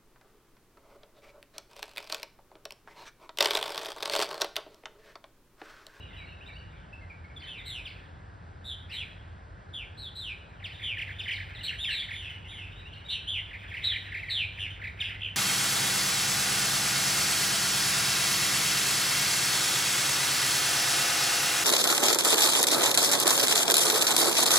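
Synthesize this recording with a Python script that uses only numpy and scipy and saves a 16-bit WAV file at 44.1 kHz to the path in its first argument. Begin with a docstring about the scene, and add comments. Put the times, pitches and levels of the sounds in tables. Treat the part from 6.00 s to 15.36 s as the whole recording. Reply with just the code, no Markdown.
"""A colony of martins around nest boxes on a pole, heard by a small stereo microphone with two close ports.
From the start, birds give quick sweeping chirps while far traffic rumbles and a far engine drones.
At about 1.5 s the first slurs come in: sliding whistles with a fast shake, called a burr.
After a sparse stretch, low three-note chortles join near 4.8 s and the calls build to a dense chorus.
Each note is a nearly pure tone with a little breath hiss; houses and trees throw the calls back."""
import sys
import numpy as np
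from scipy import signal
from scipy.fft import rfft, irfft, next_fast_len
from scipy.io import wavfile
from scipy.ndimage import uniform_filter1d

SR = 44100
rng = np.random.default_rng(int(sys.argv[2]) if len(sys.argv) > 2 else 0)


def generate_wav(sig):
    """Save sig (samples, or channels by samples) to the path in sys.argv[1] as 16-bit PCM at SR."""
    pcm = np.round(np.clip(np.atleast_2d(sig).T, -1, 1) * 32767).astype(np.int16)
    wavfile.write(sys.argv[1], SR, pcm)


N = 412776

# how throat and beak boost or weaken overtones: (frequency [Hz], gain [dB])
BEAK_COLOUR = [(3000, 13), (4500, -8.5), (6000, -9.5), (8000, -6), (11500, 4.5), (15500, -9)]
# single chirps: (time [s], length [ms], first pitch [Hz], last pitch [Hz], relative level [dB])
CHIRP_CALLS = [(.002, 11.6, 2690, 3020, -47.5), (.003, 39, 3960, 3780, -59.5),
               (.024, 22, 2925, 2835, -46.5), (.13, 27, 2660, 3030, -48.5), (.162, 29, 3130, 2410, -48),
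               (.168, 53, 3906, 3870, -50.5), (.199, 39, 2410, 2160, -45), (.25, 29, 4300, 4120, -63),
               (.272, 30, 2680, 2960, -49), (.277, 53, 3810, 3800, -60), (.305, 18, 2800, 2950, -53),
               (.32, 19, 2620, 2720, -47.5), (.405, 34, 2380, 3150, -48), (.46, 30, 3540, 4060, -48),
               (.483, 30, 2426, 2170, -45.5), (.531, 37, 4320, 4630, -61), (.554, 31, 2670, 3030, -45.5),
               (.591, 34, 2930, 2780, -53), (.928, 19, 2604, 2706, -42.5), (1.01, 37, 2170, 2030, -51.5),
               (1.098, 26, 2504, 2160, -44), (1.242, 18, 2250, 2110, -49.5), (1.299, 10, 2350, 2130, -48.5),
               (1.363, 24, 3620, 3200, -40.5), (1.398, 14, 5030, 3770, -53), (1.402, 17, 2390, 1900, -51),
               (1.414, 36, 3120, 1385, -47.5), (1.424, 31, 3170, 2980, -43.5), (1.433, 43, 4660, 3100, -53),
               (1.447, 45, 2444, 1470, -49.5), (1.481, 20, 2650, 2580, -46), (1.579, 40, 3960, 3350, -45.5),
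               (1.852, 32, 3760, 2084, -36.5), (1.869, 24, 5200, 3620, -51), (1.902, 17, 2950, 1860, -43),
               (2.896, 22, 5550, 3700, -55.5), (2.913, 40, 3410, 1690, -41.5), (2.94, 35, 2500, 1830, -46),
               (4.597, 19, 3290, 1270, -49.5), (4.624, 16.4, 2490, 1550, -43.5),
               (4.64, 33, 3830, 2123, -34), (4.658, 30, 5550, 2860, -51), (4.697, 15, 2830, 2030, -42.5),
               (4.717, 18, 3170, 2890, -44), (4.964, 21, 2215, 1575, -38), (4.981, 30, 3280, 1640, -31),
               (5.013, 27, 3460, 1860, -30.5), (5.068, 36, 2367, 1426, -38.5),
               (5.101, 18, 2630, 1580, -37.5), (5.185, 13, 3400, 3660, -40), (5.192, 28, 3817, 2226, -31),
               (5.206, 24, 5850, 3850, -55), (5.233, 27, 3820, 2680, -38.5), (5.276, 24, 3160, 2780, -33),
               (5.309, 24, 3400, 1910, -28.5), (5.316, 24, 3380, 2720, -31.5),
               (5.325, 36, 5480, 2790, -46.5), (5.326, 29, 2427, 2070, -33), (5.358, 18, 4460, 3000, -39.5),
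               (5.376, 17.5, 2460, 1520, -35), (5.399, 20.5, 2624, 1510, -35), (5.543, 36, 2140, 1677, -48),
               (5.548, 39, 4240, 3000, -44.5), (5.59, 14, 4200, 3520, -43), (5.581, 22, 1890, 2100, -44),
               (5.608, 15, 3050, 2720, -39), (5.671, 43, 3060, 2724, -32), (5.646, 31, 2620, 1990, -45),
               (5.68, 20, 3536, 2390, -28.5), (5.703, 15, 2440, 1330, -36), (5.722, 22, 2626, 1525, -34.5),
               (5.836, 25, 3500, 2040, -30), (5.843, 16.6, 5630, 4670, -54), (5.995, 15, 4750, 3530, -41),
               (6.022, 13.5, 2600, 1880, -36), (6.034, 24, 3775, 2750, -37), (6.295, 31, 3150, 2870, -38),
               (6.346, 26, 2930, 2880, -44), (6.445, 26, 2550, 3100, -44.5), (6.485, 35, 3650, 3890, -50.5),
               (6.514, 53, 2540, 1930, -48), (6.581, 21, 2240, 1980, -44.5), (6.679, 14, 2790, 2480, -44.5),
               (6.717, 29, 2570, 3120, -48), (6.754, 69, 3620, 3976, -51.5), (6.854, 42, 2625, 3010, -45),
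               (6.929, 14, 3390, 2580, -43.5), (6.935, 21, 4500, 3420, -52), (6.956, 39, 2700, 3030, -44.5),
               (7.048, 25, 3630, 3900, -45.5), (7.766, 20, 3160, 2490, -36), (7.809, 45, 2290, 1876, -42.5),
               (8.192, 25, 2750, 2470, -38.5), (8.229, 20, 2420, 1786, -33.5), (8.242, 46, 1977, 1926, -40),
               (8.283, 20.5, 2473, 1680, -34), (8.303, 25, 3220, 1565, -37.5), (8.44, 34, 2400, 2400, -46),
               (8.574, 18, 2740, 1910, -39.5), (8.703, 19, 3260, 2920, -38.5),
               (8.793, 19, 1935, 1090, -45.5), (8.852, 42, 4180, 3480, -57), (8.99, 12.5, 2740, 2020, -38),
               (8.998, 22, 3610, 1380, -43), (9.003, 27, 3860, 2270, -26.5), (9.018, 20, 5480, 4600, -50),
               (9.013, 17, 3660, 2630, -33), (9.017, 25, 2200, 2120, -38)]
# a chirp's overtones before colouring: (multiple of the pitch, level [dB])
CHIRP_HARMONICS = [(2, -18), (3, -30), (4, -55), (5, -61), (7, -62)]
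# how the far birds' chatter rises and falls: (time [s], relative level [dB])
CHATTER_LEVELS = [(0, -51), (.5, -49.5), (1.3, -73), (1.62, -45), (2.03, -52.5), (2.5, -123), (2.9, -44.5),
                  (3.6, -82), (4.2, -60), (4.56, -57), (4.7, -44.5), (5.3, -46.5), (5.62, -42.5),
                  (5.9, -35.5), (6.65, -50.5), (7.35, -49), (7.85, -37.5), (8.8, -45), (9.15, -35.5),
                  (9.36, -42)]
# tone colour of the breath hiss: (frequency [Hz], gain [dB])
BREATH_COLOUR = [(1200, -41), (2500, -7), (5000, -26.5), (8000, -32), (11500, -34), (15500, -35.5)]
# how the echo from houses and trees dies away: (delay [s], relative level [dB])
ECHO_FADE = [(.004, 11), (0.029, 5.5), (0.058, 7.5), (.08, -2), (.097, 3), (.115, -9), (.15, -9), (.2, -9),
             (.26, -19.5), (.3, -16), (.5, -34)]
# tone colour of that echo: (frequency [Hz], gain [dB])
ECHO_COLOUR = [(1500, -1), (4000, 3.5), (8000, 2), (16000, -3)]
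# tone colour of far traffic and air: (frequency [Hz], relative level [dB])
TRAFFIC_COLOUR = [(15, -52), (30, -4.5), (48, -1), (62, -9.5), (80, 3.5), (100, -8), (120, -9.5),
                  (160, -12.5), (220, -20.5), (400, -22.5), (900, -23.5), (1600, -22.5), (2300, -35.5),
                  (4500, -43.5), (9000, -58), (11500, -71), (13000, -85)]
# how alike the traffic is on the left and right: (frequency [Hz], likeness [0 to 1])
TRAFFIC_LIKENESS = [(60, 1), (160, 0.92), (300, 0.7), (600, 0.1), (1000, 0.6), (1500, 0.77), (2200, 1),
                    (15000, 0.68)]
# the far engine's hum: (time [s], pitch [Hz], level [dB])
ENGINE_PATH = [(0, 88, -58.5), (2.3, 84, -52.5), (2.9, 88, -52), (4.4, 94, -51), (5.4, 97, -46),
               (5.9, 96, -64), (6.3, 96, -47.5), (7.2, 96.5, -50.5), (7.6, 97, -48), (9.36, 97.5, -46)]
# burry slurs: (time [s], length [s], first pitch [Hz], turning pitch [Hz], last pitch [Hz],
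# relative level [dB], swell along the call [dB], burr rate [Hz], burr swing [share of the pitch],
# brightness [dB])
SLUR_CALLS = [(1.464, 0.17, 3406, 3377, 2130, -47.5, -5, 118.8, 0.075, -4.5),
              (1.652, 0.18, 4026, 4000, 2440, -43.5, 2, 126.5, .057, 4),
              (2.638, 0.12, 3494, 3816, 3306, -42.5, 17, 134, 0.063, 0.5),
              (2.89, 0.15, 2256, 2948, 3450, -46, 6, 130.3, 0.036, -2),
              (2.917, 0.14, 3895, 4010, 2290, -42.5, 7, 129, 0.055, 0),
              (3.731, 0.13, 3560, 3425, 2245, -43, -6.5, 129.5, 0.05, -5.5),
              (3.97, .135, 3930, 4194, 3264, -45.5, 7, 134.2, 0.045, -2),
              (4.147, .205, 3767, 4050, 2310, -42.5, 4.5, 117.9, 0.038, -1),
              (4.824, 0.14, 3400, 3360, 2304, -36, 0.5, 121.3, 0.069, -8),
              (5.627, 0.057, 4160, 4030, 3895, -34.5, 14, 164.4, .065, 4.5),
              (5.778, 0.17, 2786, 3700, 2640, -36.5, 9, 161, 0.022, -0.5),
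              (5.899, 0.14, 4025, 4066, 3310, -37.5, 4, 142.8, 0.048, -1.5),
              (6.115, .195, 3060, 3454, 2580, -46, 5, 143.7, 0.062, 2),
              (6.465, .21, 2600, 3436, 2623, -47.5, 9, 142.2, 0.068, 0.5),
              (7.079, 0.076, 3340, 3900, 3570, -35, 8, 162.3, 0.07, -6.5),
              (7.095, .095, 2830, 3120, 2765, -37, 9, 153.7, 0.079, 0.5),
              (7.27, 0.15, 2910, 3446, 1952, -38, -12, 127.3, 0.045, -6.5),
              (7.33, 0.085, 3256, 3130, 2905, -35.5, 11, 139.7, 0.077, -7.5),
              (7.833, 0.13, 3786, 3965, 2965, -32, -9, 140.4, 0.045, -10),
              (8.294, 0.17, 4400, 3960, 2354, -32.5, -0.5, 121.8, 0.065, -7.5),
              (8.585, 0.11, 2990, 3205, 2292, -39, -1, 95.9, 0.13, -2),
              (9.03, 0.13, 3290, 3080, 2580, -41.5, -15, 167.8, 0.2, -8),
              (9.207, 0.1, 2890, 3063, 2686, -37, -2, 75.6, .15, -18)]
# a slur's overtones before colouring: (multiple of the pitch, level [dB])
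SLUR_HARMONICS = [(2, -21), (3, -31), (4, -42)]
# chortles: (time of the middle note [s], wait for the last note [ms], relative level [dB])
CHORTLE_CALLS = [(4.816, 27, -39.5), (5.28, 16.7, -30), (5.904, 29, -33), (6.107, 25, -32.5),
                 (7.53, 18, -37.5), (7.739, 30, -34), (7.935, 23, -31.5), (8.143, 27, -29),
                 (8.839, 31, -31.5)]
# the three notes of a chortle: (length [ms], first pitch [Hz], last pitch [Hz], gain [dB])
CHORTLE_SHAPE = [(19.1, 2350, 1480, -4.5), (21.73, 2700, 1620, -.2), (19.1, 2620, 1800, -1)]
# tone colour of the microphone: (frequency [Hz], gain [dB])
MIC_COLOUR = [(20, -16), (32, -30), (45, -1.5), (4300, -1), (11800, -1.5), (13000, 2), (14200, 1),
              (15500, 5)]
# how far the wave at the left port runs ahead of the right: (frequency [Hz], phase lead [radians])
LEFT_LEAD = [(0, 0), (860, 1.4), (1460, 4.8), (2070, 6.2), (3360, 6.6), (5170, 6.3), (5770, 4.7),
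             (6850, 3.14), (7670, .8), (10100, -.6), (11800, -2.4), (12700, -3.14), (13700, -3.8),
             (14700, -5.5), (15800, -6.3)]
# how much louder the left port is: (frequency [Hz], left minus right [dB])
LEFT_BALANCE = [(60, 0), (110, -0.5), (200, 1.5), (380, 1.5), (700, 4), (1290, -0.5), (2380, -1.5),
                (4400, 0.5), (8120, 1.5), (15000, -1.5)]

CHIRP_BEND = 0.24  # how much faster a chirp sweeps at first than at its end
WALL_DELAY_S, WALL_DB = 0.11, -20.5  # one house front returns a distinct echo
TRAFFIC_DB, MIC_CUTOFF_HZ = -45, 15750
SLUR_FADE_IN_S, SLUR_FADE_OUT_S = 0.024, 0.05
TURN_S, CLIMB_HZ_PER_S = 0.026, 40000  # a slur turns down after this wait plus the time it climbs
FALL_BEND, FALL_ROUNDNESS = 1.05, 1.5  # raising either makes the fall start more gently
FALL_END = 0.98  # share of a slur's length at which the fall levels out


def gain_of(db):
    """Turns decibels into a number to multiply by."""
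    return 10 ** (np.asarray(db) / 20)


def unit_level(x):
    """Scales a signal so that its average strength (rms) is 1."""
    return x / np.sqrt(np.mean(x ** 2) + 1e-20)


def look_up(table, hz):
    """Reads between the rows of a table on a log-frequency axis."""
    row_hz, value = np.transpose(table)
    return np.interp(np.log(hz + 1), np.log(row_hz + 1), value)


def add(mix, start_s, sound):
    """Mixes a sound in at the given time."""
    part = mix[max(round(start_s * SR), 0):][:len(sound)]
    part += sound[:len(part)]


def wobble(shape, samples):
    """Smoothed random wandering; smoothing over more samples makes it slower."""
    return unit_level(uniform_filter1d(uniform_filter1d(rng.standard_normal(shape), samples), samples))


def bird_voice(hz, overtones, bright_db):
    """The bird's voice organ makes a nearly pure tone; throat and beak colour its weak overtones."""
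    phase = 2 * np.pi * (np.cumsum(hz) / SR + rng.random())
    upper = sum(gain_of(db + bright_db + look_up(BEAK_COLOUR, k * hz)) * np.sin(k * phase)
                * (k * hz < SR / 2) for k, db in overtones)
    return np.sqrt(2) * (np.sin(phase) + upper)


def chirp(ms, first_hz, last_hz, db, bright_db=0):
    """One quick, trembling sweep of the voice, up or down, with a soft start and end."""
    progress = np.linspace(0, 1, round(ms * SR / 1000))
    pitch_tremble, level_tremble = wobble((2, len(progress)), 60)
    sweep = progress + CHIRP_BEND * progress * (1 - progress)
    hz = (first_hz + (last_hz - first_hz) * sweep) * (1 + 0.005 * pitch_tremble)
    fade = abs(np.sin(np.pi * progress ** 0.74) ** 0.67)  # rises quicker than it dies away
    return gain_of(db + 0.68 * level_tremble) * fade * bird_voice(hz, CHIRP_HARMONICS, bright_db)


def far_chatter(count=340):
    """Birds farther off give many falling chirps at random moments and pitches."""
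    birds = np.zeros(N)
    for when, pitch, fall, length, faintness in rng.random((count, 5)):
        centre_hz, drop_hz = 1700 + 1900 * pitch ** 1.7, 300 + 900 * fall
        note = chirp(14 + 18 * length, centre_hz + drop_hz / 2, centre_hz - drop_hz / 2, -9 * faintness)
        add(birds, when * N / SR, note)
    times, db = np.transpose(CHATTER_LEVELS)
    return unit_level(birds) * gain_of(np.interp(np.arange(N) / SR, times, db))


def breath_hiss(voices):
    """Air hisses through the throat, following the strength of the notes."""
    strength = np.sqrt(abs(uniform_filter1d(voices ** 2, 60)))
    size = next_fast_len(N)
    colour = gain_of(look_up(BREATH_COLOUR, np.fft.rfftfreq(size, 1 / SR)))
    return irfft(rfft(strength * rng.standard_normal(N), size) * colour, size)[:N]


def near_bounces(note, strength):
    """Ground, pole and nest boxes add a few quick copies of a note, different for every perch."""
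    copies = np.zeros(1200)
    copies[0] = 1  # the note itself
    copies[rng.integers(60, 1200, 8)] = strength * rng.standard_normal(8)
    return signal.oaconvolve(note, copies / np.linalg.norm(copies))


def scattered_echo(calls):
    """Houses and trees send back many small, fading copies, mostly the same on the left and right."""
    delays, db = np.transpose(ECHO_FADE)
    size = SR // 2
    copies = np.zeros((3, size))  # rows: shared, left only, right only
    slots = np.arange(160, size - 20, 20)
    arrivals = slots + rng.integers(0, 20, (3, len(slots)))
    np.put_along_axis(copies, arrivals, rng.choice([-1., 1.], arrivals.shape), 1)
    fade = gain_of(np.interp(np.arange(size) / SR, delays, db))
    colour = gain_of(look_up(ECHO_COLOUR, np.fft.rfftfreq(size, 1 / SR)))
    echo = irfft(rfft((copies[0] + 0.29 * copies[1:]) * fade) * colour, size)
    return signal.fftconvolve(calls[None], echo / np.linalg.norm(echo[0]), axes=1)[:, :N]


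def traffic():
    """Far traffic and air make a low, noisy rumble with faint drifting patches."""
    frames, hz = N // 512 + 5, np.fft.rfftfreq(2048, 1 / SR)
    left_re, left_im, other_re, other_im, patches = rng.standard_normal((frames, 1025, 5)).T
    patches = unit_level(uniform_filter1d(uniform_filter1d(patches, 12, 0), 20, 1))
    likeness = look_up(TRAFFIC_LIKENESS, hz)[:, None]
    left = left_re + 1j * left_im
    right = likeness * left + np.sqrt(1 - likeness ** 2) * (other_re + 1j * other_im)
    colour = gain_of(look_up(TRAFFIC_COLOUR, hz)[:, None] + 0.33 * patches)
    _, rumble = signal.istft(np.array([left, right]) * colour, nperseg=2048, noverlap=1536)
    return gain_of(TRAFFIC_DB) * unit_level(rumble[:, :N])


def engine_drone():
    """A far engine hums: a low, wavering tone with a weak overtone an octave up."""
    times, *columns = np.transpose(ENGINE_PATH)
    hz, db = (np.interp(np.arange(N) / SR, times, column) for column in columns)
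    waver, swell = wobble(N, 5000), wobble(N, 5000)
    phase = 2 * np.pi * np.cumsum(hz + 1.4 * waver) / SR
    return np.sqrt(2) * gain_of(db + 0.38 * swell) * (np.sin(phase) + gain_of(-24) * np.sin(2 * phase))


def slur(length_s, first_hz, turn_hz, last_hz, level_db, swell_db, burr_hz, swing, bright_db):
    """A sliding, usually falling whistle whose pitch and strength shake very fast: the burr."""
    progress = np.linspace(0, 1, round(length_s * SR))
    t = progress * length_s
    turn_s = TURN_S + max(turn_hz - first_hz, 0) / CLIMB_HZ_PER_S
    opening = np.maximum(1 - t / turn_s, 0) ** 2
    after_turn = np.clip((t - turn_s) / (FALL_END * length_s - turn_s), 0, 1)
    fall = np.sin(np.pi / 2 * after_turn ** FALL_BEND) ** FALL_ROUNDNESS
    hz = turn_hz + (first_hz - turn_hz) * opening + (last_hz - turn_hz) * fall

    drift = unit_level(uniform_filter1d(rng.standard_normal(len(t)), 500))
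    pace_hz = burr_hz * (hz / hz.mean()) ** 0.37 * (1 + 0.079 * drift)  # slows as the pitch sinks
    burr = 2 * np.pi * (np.cumsum(pace_hz) / SR + rng.random())
    shake = np.sin(burr + 2.14 * swing * np.sin(burr))  # slow fall, quick return
    pulse = 1 + np.tanh(4.8 * swing) * np.cos(burr - 3.6)  # loudest late in each fall
    pitch_tremble, level_tremble = wobble((2, len(t)), 50)  # no two shakes alike
    hz = hz * (1 + 0.013 * pitch_tremble) * (1 + swing * shake)

    db = level_db + swell_db * (progress - 0.5) + 1.5 * level_tremble
    ramp = np.minimum(t / SLUR_FADE_IN_S, (length_s - t) / SLUR_FADE_OUT_S)
    fade = np.sin(np.pi / 2 * np.minimum(ramp, 1))
    closing_db = bright_db + 10 - 13 * progress  # the beak closes: overtones fade along the call
    return gain_of(db) * unit_level(pulse) * fade * bird_voice(hz, SLUR_HARMONICS, closing_db)


def chortle(middle_s, wait_ms, db, lead_ms=24):
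    """Lists three low falling chirps: a soft lead-in, the main drop and a shorter close."""
    starts = middle_s - lead_ms / 1000, middle_s, middle_s + wait_ms / 1000
    return [(start_s, ms, first_hz, last_hz, db + note_db)
            for start_s, (ms, first_hz, last_hz, note_db) in zip(starts, CHORTLE_SHAPE)]


def scene():
    """Near birds heard directly and echoed, far birds mostly echoed, over traffic and an engine."""
    slurs, chirps, chirps_to_echo = np.zeros((3, N))
    far = far_chatter()
    for start_s, *call in SLUR_CALLS:
        add(slurs, start_s, near_bounces(slur(*call), strength=0.18))
    chortle_notes = [note for call in CHORTLE_CALLS for note in chortle(*call)]
    for start_s, ms, first_hz, last_hz, db in CHIRP_CALLS + chortle_notes:
        # fainter birds are farther off: duller, and with a larger share of echo
        note = chirp(ms, first_hz, last_hz, db, bright_db=0.093 * (db + 18))
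        add(chirps, start_s, near_bounces(note, strength=0.2))
        add(chirps_to_echo, start_s, gain_of(-0.3 * (db + 46.5)) * note)
    direct = gain_of(3.5) * slurs + gain_of(-1.47) * chirps + gain_of(-19) * far
    hiss = breath_hiss(gain_of(-8) * slurs + chirps + gain_of(-2) * far)
    echo = scattered_echo(gain_of(-6.5) * slurs + gain_of(-6) * chirps_to_echo
                          + gain_of(-7.5) * far + gain_of(-2) * hiss)
    wall_echo = np.zeros(N)
    add(wall_echo, WALL_DELAY_S, gain_of(WALL_DB) * near_bounces(direct, strength=0.48))
    return direct + wall_echo + hiss + echo + traffic() + engine_drone()


def record(dry):
    """The microphone colours the sound, gives each port its own timing and level, and cuts top treble."""
    size = next_fast_len(N + 8192)
    hz = np.fft.rfftfreq(size, 1 / SR)
    side = np.array([[0.5], [-0.5]])  # left, right
    lead_hz, lead = np.transpose(LEFT_LEAD)
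    timing = np.exp(1j * side * np.interp(hz, lead_hz, lead))
    colour = gain_of(look_up(MIC_COLOUR, hz) + side * look_up(LEFT_BALANCE, hz))
    heard = irfft(rfft(dry, size) * timing * colour, size)[:, :N]
    treble_cut = signal.firwin(511, MIC_CUTOFF_HZ, window=("kaiser", 9), fs=SR)
    return signal.oaconvolve(heard, treble_cut[None], "same")


dry = scene()
out = record(dry)
generate_wav(out)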